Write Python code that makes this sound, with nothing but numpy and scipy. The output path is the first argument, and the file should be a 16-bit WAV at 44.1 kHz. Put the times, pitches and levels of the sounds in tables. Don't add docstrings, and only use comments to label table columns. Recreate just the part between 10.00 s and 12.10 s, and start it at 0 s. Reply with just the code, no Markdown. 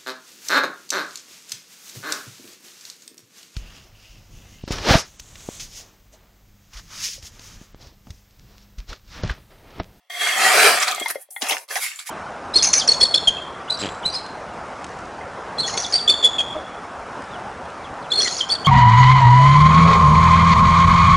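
import sys
import numpy as np
from scipy import signal
from scipy.fft import rfft, irfft, next_fast_len
from scipy.io import wavfile
from scipy.ndimage import uniform_filter1d, map_coordinates

SR = 44100
rng = np.random.default_rng(int(sys.argv[2]) if len(sys.argv) > 2 else 0)


def gain_from_db(level_db):
    decades = np.asarray(level_db, float) / 20
    return 10 ** decades


def wav_out(sig):
    wavfile.write(sys.argv[1], SR, np.round(np.clip(np.atleast_2d(sig).T, -1, 1) * 32767).astype(np.int16))


N = 92610

# pitch_hz, width_hz, level_db
ARM_MODES = [
    [(711, 16, 1), (1148, 39, -10.5), (1916, 167, -7), (2105, 32, 3), (3291, 65, -0.5), (4435, 77, -12.5),
     (5950, 80, -13), (7600, 420, -21.5), (10300, 350, -21)],
    [(745.6, 18, 9.5), (1223, 41, -1.5), (1939, 58, 5), (3130, 15, 3), (6800, 100, -5.5),
     (7590, 200, -13.5), (8960, 150, -11), (10510, 220, -15.5)],
    [(690, 82, 7), (1350, 48, 7), (1630, 110, 3.5), (2320, 98, 4), (3978, 63, 1), (4735, 110, -0.5),
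     (8200, 180, -4.5), (8760, 190, -12.5), (10400, 790, -14)],
    [(757, 48, 3.5), (1239, 200, 5), (2263, 150, 3.5), (3280, 140, 0), (5720, 27, -13.5)],
]
# pitch_hz, level_db (per Hz)
BASE_COLOUR = [(59, -85), (100, -53), (294, -19), (705, -4.5), (1310, -8), (2550, -8), (2920, -14.5),
               (6000, -12), (7800, -19), (13200, -120)]


def unit(x):
    return x / np.sqrt(np.mean(x ** 2) + 1e-20)


def along(points, hz):
    f, value = np.transpose(points)
    return np.interp(np.log(hz + 1), np.log(f + 1), value)


def curves(rows):
    s, level_db, *others = np.transpose(rows)
    t = np.arange(N) / SR
    return [np.interp(t, s, level_db, -120, -120)] + [np.interp(t, s, c) for c in others]


def wobble(rate):
    knots = rng.standard_normal(int(N * rate / SR) + 4)
    return map_coordinates(knots, [np.arange(N) * rate / SR])


def filtered(x, response):
    m = next_fast_len(N + SR // 2)
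    return irfft(rfft(x, m) * response(np.fft.rfftfreq(m, 1 / SR)), m)[..., :N]


def colour(points):
    return lambda hz: gain_from_db(along(points, hz))


def rings(modes):
    return lambda f: sum(gain_from_db(db) * 1j * f * w / (c * c - f * f + 1j * f * w) for c, w, db in modes)


def sides(pan_db):
    return gain_from_db(np.array([pan_db / 2, -pan_db / 2]))


def grains(response, spread_db, clump_db, patchy_db):
    # pitch_hz, likeness (0 to 1)
    likeness = [(250, .97), (1000, .92), (4000, .78), (15000, .66)]
    tears_per_s, tear_db = 680, 5
    clumps = wobble(300) + 0.51 * wobble(50.4)
    tears = rng.random(N) < tears_per_s / SR
    size = gain_from_db(spread_db * rng.standard_normal(N) + clump_db * clumps + tear_db * tears)
    spectrum = signal.stft(size * rng.standard_normal((2, N)), nperseg=512)[2]

    patches = uniform_filter1d(rng.standard_normal(spectrum.shape[1:]), size=2, axis=0)
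    patches = unit(uniform_filter1d(patches, size=12, axis=1))
    pair = signal.istft(spectrum * gain_from_db(patchy_db * patches), nperseg=512)[1][:, :N]

    def mid_side(hz):
        turn = np.arccos(np.clip(along(likeness, hz), -1, 1)) / 2
        return response(hz) * [np.cos(turn), np.sin(turn)]

    mid, side = filtered(pair, mid_side)
    return unit(np.array([mid + side, mid - side]))


def gated_hush():
    # pitch_hz, level_db (per Hz)
    air_colour = [(100, -31.5), (700, 3.5), (3300, -1), (16000, -27.5)]
    air = grains(colour(air_colour), 0.1, 0.43, 4.3)
    hum = grains(rings(ARM_MODES[0]), 0.1, 3.0, 1.5)
    return gain_from_db(-70) * (air + gain_from_db(-1.0) * hum)


def room(x):
    t60_s, shared = 0.095, 0.52
    t = np.arange(SR // 4) / SR
    draw = rng.standard_normal((3, len(t)))
    tail = (draw[:2] + shared * draw[2]) * gain_from_db(-60 * t / t60_s) * (t > 0.003)
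    return signal.fftconvolve(x, tail / np.linalg.norm(tail[0]), axes=1)[:, :N]


def paper_ticks():
    # start_s, peak_db, pitch_hz, t60_s
    tick_events = [(0.8008, -12.5, 7140, 0.034), (0.8259, -12, 5570, 0.039), (0.8801, -13, 4320, .04),
                   (0.9137, -12, 7370, 0.021), (0.9175, -26.5, 11800, .04), (0.9192, -15, 3430, 0.03),
                   (0.948, -15.5, 7550, .02), (0.959, -29.5, 11800, 0.043), (0.96, -24.5, 4200, 0.047),
                   (0.998, -16, 7600, .035), (0.9985, -25, 11640, 0.055), (1, -20, 3500, 0.025),
                   (1.037, -24, 7170, 0.017), (1.0424, -32, 7540, .015), (1.053, -25, 10750, 0.017),
                   (1.059, -19, 3700, 0.022), (1.0835, -15, 9550, 0.018), (1.0882, -21, 4560, 0.021),
                   (1.102, -18, 1870, .05), (1.108, -24, 8800, 0.0096), (1.3063, -34.5, 6230, .03),
                   (1.4135, -25, 5940, 0.016), (1.4202, -13.5, 6800, .015), (1.4197, -14, 3250, 0.031),
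                   (1.4259, -12, 5360, 0.017), (1.468, -15, 5000, 0.0066), (1.487, -10.5, 7420, 0.012),
                   (1.492, -14, 9600, 0.018), (1.4973, -10, 2540, 0.028), (1.509, -9.5, 3270, 0.027),
                   (1.523, -17, 3300, 0.055), (1.568, -13.5, 2030, .015), (1.5824, -16.5, 6040, .008),
                   (1.6884, -29.5, 4040, 0.017), (1.7067, -23, 1740, .04), (1.756, -13.5, 2230, .03),
                   (1.756, -18, 5200, 0.022), (1.765, -16.5, 1900, 0.055), (1.764, -21, 5200, 0.016),
                   (1.863, -16, 1880, 0.025), (1.9171, -21, 2280, 0.023), (1.9581, -26.5, 7260, 0.076),
                   (1.99, -27, 3370, 0.043), (1.988, -29, 7600, 0.095), (2.0654, -45, 2500, .03),
                   (2.07, -26, 10700, 0.054), (1.012, -22, 316, 0.016), (1.102, -37, 286, 0.021),
                   (1.424, -22, 282, 0.021), (1.515, -27.5, 294, .03)]
    snap_t60_s, fizz_db, widening_s, shared = 0.0015, 5, 0.0045, 0.65
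    out = np.zeros((2, N + SR))
    t = np.arange(SR // 8) / SR
    for start_s, peak_db, hz, t60_s in tick_events:
        draw = rng.standard_normal((3, len(t)))
        noise = shared * draw[2] + np.sqrt(1 - shared ** 2) * draw[:2]
        fizz = gain_from_db(fizz_db - 60 * t / t60_s) * noise
        snap = gain_from_db(-60 * t / snap_t60_s) * np.sign(draw[2]) * 2
        span = 1 + widening_s / t60_s
        band = signal.butter(2, [hz / span, min(hz * span, SR / 3)], "band", fs=SR, output="sos")
        tick = signal.sosfilt(band, fizz + snap)
        out[:, round(start_s * SR):][:, :len(t)] += gain_from_db(peak_db) * tick / abs(tick).max()
    return out[:, :N]


def base_taps():
    # start_s, peak_db, low_mode_hz, softness_db
    tap_events = [(0.98, -19.5, 723, 13), (1.016, -23, 637, 23), (1.059, -11.5, 926, 3),
                  (1.156, -15, 540, 14), (1.288, -44.5, 590, 32), (1.363, -18.5, 813, -4.5),
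                  (1.423, -20.5, 474, 4), (1.521, -13.5, 520, 1), (1.762, -18.5, 733, 9),
                  (1.989, -37, 1120, 15), (2.093, -22.5, 910, 23)]
    # pitch_hz, level_db, t60_s
    shell_modes = [(2080, 0, .045), (3350, -5, .03), (1900, -7, .05), (1400, -15, .04)]
    # start_s, left_minus_right_db
    tap_pan = [(1.6, 3.5), (1.75, -6)]
    low_t60_s, rise_s, puff_db, puff_t60_s = 0.021, 0.0011, -16.5, 0.048
    soft_tilt = 0.54
    floor_hz = 200

    out = np.zeros((2, N + SR))
    t = np.arange(SR // 4) / SR
    puff = grains(colour(BASE_COLOUR), 0.61, 0.87, 10.0)
    for start_s, peak_db, low_hz, soft_db in tap_events:
        start = round(start_s * SR)
        modes = [(low_hz, soft_db, low_t60_s), (low_hz * 1.1, soft_db - 22.5, low_t60_s * 2)]
        for hz, db, t60_s in shell_modes:
            modes.append((hz, db - soft_tilt * max(soft_db, 0) * np.log2(hz / 1800), t60_s))
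        knock = 0
        for hz, db, t60_s in modes:
            envelope = gain_from_db(db + rng.normal(0, 1.5) - 60 * t / t60_s)
            knock = knock + envelope * np.sin(2 * np.pi * hz * rng.normal(1, 0.01) * t)
        air = gain_from_db(puff_db - 60 * t / puff_t60_s) * puff[:, start // 2:][:, :len(t)]
        tap = (knock + air) * (1 - np.exp(-t / rise_s))
        pan_db = np.interp(start_s, *np.transpose(tap_pan))
        out[:, start:][:, :len(t)] += gain_from_db(peak_db) * sides(pan_db)[:, None] * tap / abs(tap).max()
    return filtered(out[:, :N], lambda f: (1j * f / (1j * f + floor_hz)) ** 2)


def sheet_slides():
    # start_s, speed_db, base_weight_db
    strokes = [
        [(1.04, -48, 6), (1.08, -44.5, 10), (1.11, -24.5, -1.5), (1.126, -63, -9), (1.15, -40.5, 0),
         (1.17, -55, -1), (1.225, -40.5, -17), (1.26, -73.5, -12.5), (1.285, -85, -6.5)],
        [(1.3, -76, -19.5), (1.307, -38.5, -27), (1.35, -44.5, -43), (1.41, -43, -12)],
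        [(1.411, -48, 6), (1.421, -33.5, 6), (1.45, -40.5, 10), (1.487, -36.5, 7), (1.493, -25, 0.5),
         (1.525, -33.5, 10.5), (1.58, -44.5, 5.5), (1.64, -48, -3.5), (1.678, -96, 0)],
        [(1.68, -54, 0.5), (1.71, -38, 6.5), (1.75, -33, 1), (1.762, -32.5, 8.5), (1.8, -35.5, 0.5)],
        [(1.8, -34, 0), (1.835, -27.5, 3.5), (1.875, -36.5, 4), (1.93, -50.5, 11), (1.986, -48.5, 1),
         (1.992, -41.5, 9), (2.05, -57, 4), (2.072, -36.5, 2.5), (2.1, -39.5, 4)],
    ]
    stroke_pan = [-0.54, .6, 0.91, -0.48, -1.7]
    # pitch_hz, level_db (per Hz)
    sheet_colour = [(180, -51), (300, -32), (762, 0), (1100, -29), (5430, -18), (9880, 8), (16000, -8.5)]
    # pitch_hz, level_db (per Hz)
    lifted_colour = [(200, -92), (1070, -11), (1200, -9.5), (1890, -9), (2200, 0.5), (2900, -12),
                     (6800, -10.5), (7500, -10), (8400, -14), (12000, -59.5)]
    sheet = grains(colour(sheet_colour), 3.5, 0.8, 1.8)
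    base = grains(colour(BASE_COLOUR), 4, 1.1, 4)
    lifted = grains(colour(lifted_colour), 4.5, 0.8, 3)
    out = 0
    for rows, pan_db, under in zip(strokes, stroke_pan, [base] * 4 + [lifted]):
        speed_db, weight_db = curves(rows)
        out = out + gain_from_db(speed_db) * sides(pan_db)[:, None] * (sheet + gain_from_db(weight_db) * under)
    return out


def arm_ringing():
    # start_s, place (along the arm; 4 = at rest)
    travel = [(.31, 0), (.42, 1), (.5, 1), (.57, 2), (.74, 2), (.8, 3), (.95, 3), (1.03, 4)]
    s, place = np.transpose(travel)
    place = np.interp(np.arange(N) / SR, s, place)
    ring = 0
    for k, modes in enumerate(ARM_MODES + ARM_MODES[:1]):
        share = np.sqrt(np.clip(1 - abs(place - k), 0, 1))
        ring = ring + share * grains(rings(modes), 3.5, 0.8, 1.5)
    return ring


def blade():
    # start_s, force_db
    cut = [(.094, -72), (.1, -32), (.19, -26), (.22, -20), (.34, -23), (.46, -14), (.52, -16), (.67, -11.5),
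           (.79, -23)]
    # start_s, force_db
    seat = [(.76, -44), (.81, -21), (.83, -17), (.845, -24), (.865, -27), (.885, -19), (.9, -29.5),
            (.915, -28)]
    # start_s, force_db
    settle = [(.895, -32), (.922, -23.5), (.94, -27), (.99, -30.5), (1.03, -28), (1.06, -42), (1.2, -59.5),
              (1.25, -69)]
    # pitch_hz, level_db (per Hz)
    fibre_colour = [(59, -81), (100, -49), (736, -6.5), (854, -5.5), (1720, 2.5), (6290, -14.5),
                    (9020, -11), (16000, -39.5)]
    # pitch_hz, level_db (per Hz)
    edge_colour = [(3000, -26.5), (4500, 3.5), (11500, -3.5), (13000, -21.5), (16000, -32.5)]
    # pitch_hz, width_hz, level_db
    groan_modes = [(224, 39, -9.5), (429, 106, 3.5), (600, 150, 0), (1115, 150, -7)]
    # pitch_hz, left_minus_right_db
    lean = [(200, 2.5), (1000, 0.8), (4000, -1)]
    fibre_db, edge_db, groan_db, ring_db = -1, -12, -8.5, -3
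    fibre_grows, edge_grows, groan_grows = 1.35, 1, 2.08

    ring = arm_ringing()
    fibres = grains(colour(fibre_colour), 3.5, 1.2, 3.5)
    groan = grains(rings(groan_modes), 3.5, 1.2, 3.5)
    edge = grains(colour(edge_colour), 3, 0.9, 4)
    card = gain_from_db(np.interp(np.arange(N) / SR, (0.17, 0.26), (-9, 0)))
    out = 0
    for rows, shear_db, load_db in ((cut, 0.1, 0.1), (seat, 0.2, -10), (settle, -14, -9)):
        force_db, = curves(rows)
        top = force_db.max()
        below = force_db - top
        shear = gain_from_db(top + fibre_grows * below + fibre_db + shear_db) * fibres
        scrape = gain_from_db(top + edge_grows * below + edge_db + shear_db) * (force_db > -100) * edge
        load = gain_from_db(top + groan_grows * below + groan_db + load_db) * groan
        out = out + card * (shear + scrape + load) + gain_from_db(force_db + ring_db) * ring
    return filtered(out, lambda hz: sides(along(lean, hz)))


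def scene():
    near = paper_ticks() + base_taps() + sheet_slides() + blade()
    return gated_hush() + gain_from_db(-5.5) * room(near) + near


def band_limit(x):
    return signal.sosfilt(signal.butter(12, 16340, fs=SR, output="sos"), x)


def record(dry):
    def microphone(hz):
        bass_cut = (1j * hz / (1j * hz + 150)) ** 4
        return bass_cut * np.where(hz < 15850, 1, 0.03) * (hz < 16300)

    x = filtered(dry, microphone)
    x = x / (1 + abs(x) ** 16) ** (1 / 16)
    return band_limit(x)


dry = scene()
out = record(dry)
wav_out(out)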